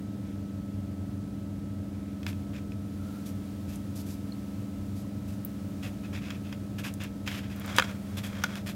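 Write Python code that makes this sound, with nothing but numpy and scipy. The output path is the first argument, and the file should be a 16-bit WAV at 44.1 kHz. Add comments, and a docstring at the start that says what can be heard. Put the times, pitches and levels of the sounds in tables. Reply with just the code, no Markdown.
"""In a small room, at an aquarium, with the microphone on a camera close to the tank.
The pump and the mains hum steadily over faint hiss; tiny ticks and a bubble or two sound in between.
Right at the microphone, fingers brush and shift on the plastic body, more and more often.
As the camera is swung aside the hum changes colour, and the mount scrapes, sticks and lets go
with a few sharp cracks."""
import sys
import numpy as np
from scipy import signal
from scipy.fft import rfft, irfft
from scipy.io import wavfile

SR = 44100
rng = np.random.default_rng(int(sys.argv[2]) if len(sys.argv) > 2 else 0)


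def store_pcm(level_fs):
    """Save levels as 16-bit WAV."""
    pcm = np.round(np.clip(level_fs, -1, 1) * 32767).astype(np.int16)
    wavfile.write(sys.argv[1], SR, np.atleast_2d(pcm).T)


N = 385875
TIME = np.arange(N) / SR


def amp(db):
    """Decibels to gain."""
    return 10 ** (np.asarray(db) / 20)


def unit(x):
    """Scales to rms 1."""
    return x / np.sqrt(np.mean(x ** 2) + 1e-20)


def burst(x):
    """Scales a short sound to the energy of one millisecond at rms 1."""
    return x / np.sqrt(np.sum(x ** 2) * 1000 / SR + 1e-20)


def add(mix, start_s, sound):
    """Lays a sound into the mix."""
    part = mix[max(round(start_s * SR), 0):][:len(sound)]
    part += sound[:len(part)]


def bell(f, centre_hz, octaves):
    """A bell curve of height 1 over log frequency."""
    return np.exp(-.5 * (np.log2(f / centre_hz) / octaves) ** 2)


def colour(x, spectrum, spot_hz=1000, spot_db=0, octaves=0.092):
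    """Gives x a spectrum, with an optional extra resonance, at rms 1."""
    hz, db = np.transpose(spectrum)
    f = np.fft.rfftfreq(len(x), 1 / SR) + 1
    gain_db = np.interp(np.log(f), np.log(hz), db) + spot_db * bell(f, spot_hz, octaves)
    return unit(irfft(rfft(x) * amp(gain_db), len(x)))


def drift(rate_hz):
    """Random wander of rms 1, mostly slower than rate_hz."""
    f = np.fft.rfftfreq(N, 1 / SR)
    return unit(irfft(rfft(rng.standard_normal(N)) / (1 + (f / rate_hz) ** 4), N))


def slips(size, per_s=14000, spread_db=2):
    """Friction as a train of tiny slips of uneven size."""
    height = amp(spread_db * np.minimum(rng.exponential(1, size), 4))
    return height * rng.standard_normal(size) * (rng.random(size) < per_s / SR)


def ringing(modes):
    """The sum of an object's dying modes after one blow."""
    t = np.arange(4096) / SR
    return sum(amp(db - 60 * t / t60) * np.cos(2 * np.pi * hz * t) for hz, db, t60 in modes)


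# The room's drone and the microphone's own hiss: f/Hz, relative density/dB
DRONE_SPECTRUM = [(20, -48), (45, -53), (58, -9), (84, -8), (96, 1.5), (112, -5.5), (138, -9.5),
                  (165, -9.5), (210, -19), (330, -17), (400, -22), (540, -23), (950, -36.5), (2000, -64)]
HISS_SPECTRUM = [(300, -4.5), (1050, -2.5), (1330, 0.5), (1600, -2), (2700, -6.5), (3200, -6.5),
                 (4200, -8.5), (8000, -12), (16000, -17)]
def room_tone(drone_db=-41, hiss_db=-59.5):
    """The noise floor: a low drone from the room, faint hiss from the microphone."""
    drone = amp(drone_db) * colour(rng.standard_normal(N), DRONE_SPECTRUM)
    hiss = amp(hiss_db) * colour(rng.standard_normal(N), HISS_SPECTRUM)
    return drone + hiss


# The microphone's path as the camera swings aside: t/s, share of the swing/0-1
SWING_PATH = [(0, 0), (5, 0.03), (7.2, 0.24), (8.75, 1)]
def swung(t):
    """How far the microphone has moved from its first position at time t."""
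    return np.interp(t, *np.transpose(SWING_PATH))


# Pump and mains tones at the first position, close to the tank: f/Hz, rms level/dB
HUM_TONES = [(91.7, -49), (99.9, -48), (120.1, -54), (130.5, -75), (179.5, -52), (199.8, -40.5),
             (220.2, -49), (230.4, -59), (269.1, -54), (279.4, -46.5), (299.8, -49), (320.1, -59),
             (399.6, -85), (579.1, -64.5), (633.4, -64), (702.7, -74), (1298.8, -64.5)]
# The room's standing waves at the end of the swing: f/Hz, level change/dB
STANDING_WAVES = [(100, -2), (180, 3.5), (200, 1.5), (230, -2), (280, -5.5), (300, -13.5), (400, -2),
                  (640, 4.5), (1300, 1)]
def hum(waver_db=0.29, wander_hz=0.2457):
    """Pump and mains hum; their balance shifts as the microphone moves through standing waves."""
    out, moved = np.zeros(N), swung(TIME)
    for hz, db in HUM_TONES:
        cycles = np.cumsum(hz + wander_hz * drift(2.36)) / SR + rng.random()
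        position_db = moved * np.interp(hz, *np.transpose(STANDING_WAVES))
        level_db = db + waver_db * drift(0.97) + position_db
        out += np.sqrt(2) * amp(level_db) * np.sin(2 * np.pi * cycles)
    return out


def room_echo(x, t60_s=0.099, tail_db=-14.5):
    """The direct sound, then the small room's short, weak tail from 4 ms on."""
    t = np.arange(SR // 2) / SR
    tail = rng.standard_normal(len(t)) * amp(-60 * t / t60_s) * (t > .004)
    return x + amp(tail_db) * signal.fftconvolve(x, tail / np.linalg.norm(tail))[:N]


# Ticks of the camera's controls, bubbles in the tank: t/s, level/dB, f/Hz, band spread/octaves
TICKS_AND_BUBBLES = [(3.758, -40.5, 8900, .39), (4.3217, -39.5, 4120, .067), (5.05, -45, 1030, .1),
                     (5.4494, -27, 13500, 0.26), (6.939, -37.5, 8000, 0.84), (7.037, -38, 9000, 0.93),
                     (7.562, -45, 11900, 0.63), (7.598, -38.5, 12000, .5), (7.661, -39, 10900, .58),
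                     (7.764, -27.5, 5200, .9), (7.778, -36, 9000, .56), (8.438, -23.5, 5970, 0.16),
                     (8.555, -41, 7000, .8)]
def ticks_and_bubbles(t60_s=0.015):
    """Each small contact or bubble rings in one band; the narrower the band, the purer the pip."""
    out, t = np.zeros(N), np.arange(4096) / SR
    f = np.fft.rfftfreq(len(t), 1 / SR) + 1
    middle = len(t) // 2
    for start, db, hz, octaves in TICKS_AND_BUBBLES:
        kick = rng.standard_normal(len(t)) * amp(-60 * t / t60_s)
        centred = np.roll(kick, middle)  # the band filter spreads both ways in time
        pip = irfft(rfft(centred) * bell(f, hz, octaves))
        add(out, start - middle / SR, amp(db) * burst(pip))
    return out


# The hand at rest on the grip, next to the microphone: t/s, level/dB
CREEP_LEVELS = [(0, -66), (2.1, -68.5), (2.25, -59), (2.75, -64.5), (3.12, -55), (3.4, -57), (4.2, -57),
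                (5.2, -59), (5.7, -56.5), (7.2, -60), (8.15, -54.5), (8.75, -59)]
# Its colour: f/Hz, relative density/dB
CREEP_SPECTRUM = [(500, 8), (1800, 0), (3800, -2), (7000, -5.5), (10000, -7), (16000, -7.5)]
def resting_hand(uneven_db=0.5):
    """The hand creeps on the grip with a soft, unbroken rustle."""
    level_db = np.interp(TIME, *np.transpose(CREEP_LEVELS)) + uneven_db * drift(7)
    return amp(level_db) * colour(rng.standard_normal(N), CREEP_SPECTRUM)


# The bright sheen of surfaces in contact at the microphone: f/Hz, relative density/dB
SHEEN_SPECTRUM = [(800, -28), (2500, -4), (5000, 0.5), (7700, -1), (9300, -3), (12000, 0), (14500, -3),
                  (16000, -35)]
def sheen(contact):
    """The treble of a contact: slips hiss, a jolt snaps."""
    return colour(contact, SHEEN_SPECTRUM)


# The plastic shell around the microphone, and its soft grip: f/Hz, relative density/dB
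SHELL_SPECTRUM = [(400, -34), (1250, -12.5), (1650, 2), (2080, 0.5), (2520, 4), (2900, -3), (3350, 1.5),
                  (4300, -9.5), (5200, -6.5), (6000, -14.5), (7000, -11), (9000, -32), (16000, -22)]
GRIP_SPECTRUM = [(200, -35), (520, 3.5), (850, -2.5), (1370, 2), (1750, -1.5), (2300, -13), (3000, -24),
                 (6000, -12.5), (16000, -50)]
def friction(size, spot_hz, ring_db, grip_db):
    """Tiny slips ring the plastic shell, most at the touched spot's pitch, and scuff the soft grip."""
    shell = colour(slips(size, per_s=8000, spread_db=2.3), SHELL_SPECTRUM, spot_hz, ring_db)
    grip = colour(slips(size), GRIP_SPECTRUM)
    return shell + amp(grip_db) * grip


def stroke_shape(length_s, swell_share=0.2, fall_s=0.018, sag_db=3):
    """A finger presses in, eases as it slides (or bears down, if the sag is negative), then lifts."""
    t = np.arange(0, length_s + 4 * fall_s, 1 / SR)
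    press = np.minimum(t / (swell_share * length_s), 1)
    ease = amp(sag_db * (1 - t / length_s))
    lift = np.exp(-np.maximum(t - length_s + fall_s / 2, 0) / fall_s)
    return press * ease * lift


def squeak(start_s=2.98, length_s=.21, level_db=-56.5, pitch_hz=1355):
    """A fingertip squeaks faintly: a slow stroke whose slips gather in one narrow band."""
    out, shape = np.zeros(N), stroke_shape(length_s, sag_db=-2)
    tone = colour(slips(len(shape)), GRIP_SPECTRUM, pitch_hz, spot_db=24, octaves=0.1)
    add(out, start_s, amp(level_db) * shape * tone)
    return out


# Handling noise, right at the microphone: t/s, length/s, rub level/dB, skin hiss level/dB
FINGER_STROKES = [(0.24, 0.1, -67, -78), (1.899, .25, -69, -78), (2.273, 0.037, -49, -53),
                  (2.526, 0.071, -55.5, -69), (3.253, 0.048, -64, -53), (3.676, 0.085, -60, -57),
                  (3.95, 0.072, -78, -51.5), (4.052, 0.1, -66, -54.5), (4.952, 0.075, -76, -60),
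                  (5.271, .075, -66, -61), (5.822, 0.063, -48, -55), (6.03, .041, -55, -75),
                  (6.123, 0.066, -47.5, -61), (6.206, .16, -52, -70), (6.433, 0.12, -59, -80),
                  (6.781, 0.026, -44.5, -51.5), (6.832, 0.061, -43.5, -51), (6.997, 0.064, -46, -59),
                  (7.259, 0.042, -44.5, -54), (7.293, 0.11, -45.5, -54), (7.424, 0.045, -54, -71),
                  (7.494, 0.046, -53.5, -64), (7.764, .02, -39.5, -48), (8.168, 0.029, -43.5, -46.5),
                  (8.23, 0.051, -45.5, -49), (8.557, 0.036, -48, -57), (8.659, 0.051, -44.5, -49.5)]
def fingers(first_spot_hz=2450, rise_octaves=0.67, scatter_octaves=0.056, uneven_db=0.8):
    """Firm strokes ring the shell, light ones hiss; the ring rises as the hand follows the swing."""
    out, size = np.zeros(N), 16384
    for start, length, rub_db, skin_db in FINGER_STROKES:
        spot_octaves = rise_octaves * swung(start) + scatter_octaves * rng.standard_normal()
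        rub = amp(rub_db) * friction(size, first_spot_hz * 2 ** spot_octaves, ring_db=5, grip_db=-5)
        skin = amp(skin_db) * sheen(slips(size))
        shape = stroke_shape(length)[:size]
        add(out, start, shape * (rub + skin)[:len(shape)])
    return out * amp(uneven_db * drift(73))


# Hollow modes of the mount that carries camera and microphone: f/Hz, relative level/dB, t60/s
MOUNT_MODES = [(532, -11.5, 0.057), (1100, -8, 0.0054), (1230, 2.5, 0.012), (1427, 4.5, 0.015),
               (1770, -11, 0.012), (2130, -6, 0.015), (2960, -9, 0.013), (3246, 1.5, 0.018),
               (5800, -14.5, 0.0063), (6180, -12, 0.0095), (7100, -9, 0.0076)]
def mount_ring(force):
    """A force on the mount sets its modes ringing."""
    return signal.fftconvolve(force, ringing(MOUNT_MODES))[:len(force)]


# Friction in the mount, in two pushes that each build to a crack: t/s, level/dB
DRAG_LEVELS = [(7.38, -74), (7.58, -56.5), (7.68, -45), (7.92, -48.5), (7.99, -67.5), (8.27, -58),
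               (8.36, -49.5), (8.53, -47.5), (8.62, -63)]
def mount_drag(uneven_db=2.0, scrape_db=-1.5, hollow_db=-4, hiss_db=-17):
    """The mount scrapes unevenly while the camera is swung, and its slips sound its hollow modes."""
    push_db = np.interp(TIME, *np.transpose(DRAG_LEVELS), left=-np.inf, right=-np.inf)
    scrape = amp(scrape_db) * friction(N, spot_hz=2230, ring_db=4, grip_db=1.0)
    hollow = amp(hollow_db) * unit(mount_ring(slips(N, per_s=2500, spread_db=1.5)))
    hiss = amp(hiss_db) * sheen(slips(N))
    return amp(push_db + uneven_db * drift(60)) * (scrape + hollow + hiss)


def knock(mount_db, shell_db, snap_db, chatter_s, build_s=0.00058, soft_hz=2500, low_cut_hz=220):
    """A jolt with chatter rings mount and shell, and the contact snaps. Gives lead time and sound."""
    t = np.arange(4096) / SR
    lead_s = t[256]
    jolt = t == lead_s
    # small slips build up just before the jolt and die away after it
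    slipping = np.exp(-np.maximum((lead_s - t) / build_s, (t - lead_s) / chatter_s))
    mount_chatter, shell_chatter, snap_chatter = 0.3 * rng.standard_normal((3, len(t))) * slipping
    # the heavy mount feels mostly the jolt, the light shell all of the chatter
    force = jolt + 0.37 * mount_chatter
    force = signal.lfilter([1], [1, -np.exp(-2 * np.pi * soft_hz / SR)], force)
    force = signal.lfilter(*signal.butter(2, low_cut_hz, "high", fs=SR), force)
    mount = amp(mount_db) * burst(mount_ring(force))
    shell = amp(shell_db) * burst(colour(jolt + shell_chatter, SHELL_SPECTRUM))
    snap = amp(snap_db) * burst(sheen(jolt + snap_chatter))
    return lead_s, mount + shell + snap


# Knocks on the shell, right at the microphone: t/s, shell level/dB, chatter decay/s
SHELL_TAPS = [(2.2315, -41.5, .0033), (2.266, -27.5, 0.0036), (2.33, -46, .003), (2.564, -41.5, .0045),
              (2.72, -44, .004), (6.305, -31.5, 0.0055), (6.527, -35, .006), (7.2766, -24.5, 0.012),
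              (7.7972, -19.5, .0022), (8.5562, -35, .003)]
# Modes that ring on in the case after a tap: f/Hz, relative level/dB, t60/s
CASE_MODES = [(990, -7, .025), (1560, -1.5, .018), (2540, 5, 0.021), (3150, -7, 0.018), (5110, -6, 0.021)]
def taps(mount_db=-8.5, snap_db=-22, case_db=-4.5):
    """Taps start on the shell, ring the case and reach the mount weakly; levels are against the shell."""
    out = np.zeros(N)
    for start, db, chatter_s in SHELL_TAPS:
        lead_s, sound = knock(db + mount_db, db, db + snap_db, chatter_s)
        add(out, start - lead_s, sound)
        add(out, start, amp(db + case_db) * burst(ringing(CASE_MODES)))
    return out


# The mount letting go, close to the microphone: t/s, mount level/dB, snap level/dB
MOUNT_CRACKS = [(7.7851, -7.5, -52), (7.7988, -14, -45), (7.8233, -19, -65), (8.4385, -16.5, -29),
                (8.442, -17.5, -39)]
def cracks(rattle_db=2.5, rattle_slope=1.84):
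    """The stuck mount breaks free; the harder the crack, the more the shell rattles."""
    out = np.zeros(N)
    for start, db, snap_db in MOUNT_CRACKS:
        shell_db = rattle_db + rattle_slope * db
        lead_s, sound = knock(db, shell_db, snap_db, chatter_s=0.0026)
        add(out, start - lead_s, sound)
    return out


def scene():
    """One microphone by the tank: hum behind, handling noise in front, clicks with the room's tail."""
    background = room_tone() + hum()
    handling = fingers() + resting_hand() + squeak() + mount_drag()
    clicks = cracks() + taps() + ticks_and_bubbles()
    return (background + handling + room_echo(clicks))[None]


def record(dry):
    """The camera cuts off the treble near 16 kHz."""
    low_pass = signal.firwin(511, 15950, window=("kaiser", 9), fs=SR)
    return signal.oaconvolve(dry, low_pass[None], "same")


dry = scene()
out = record(dry)
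store_pcm(out)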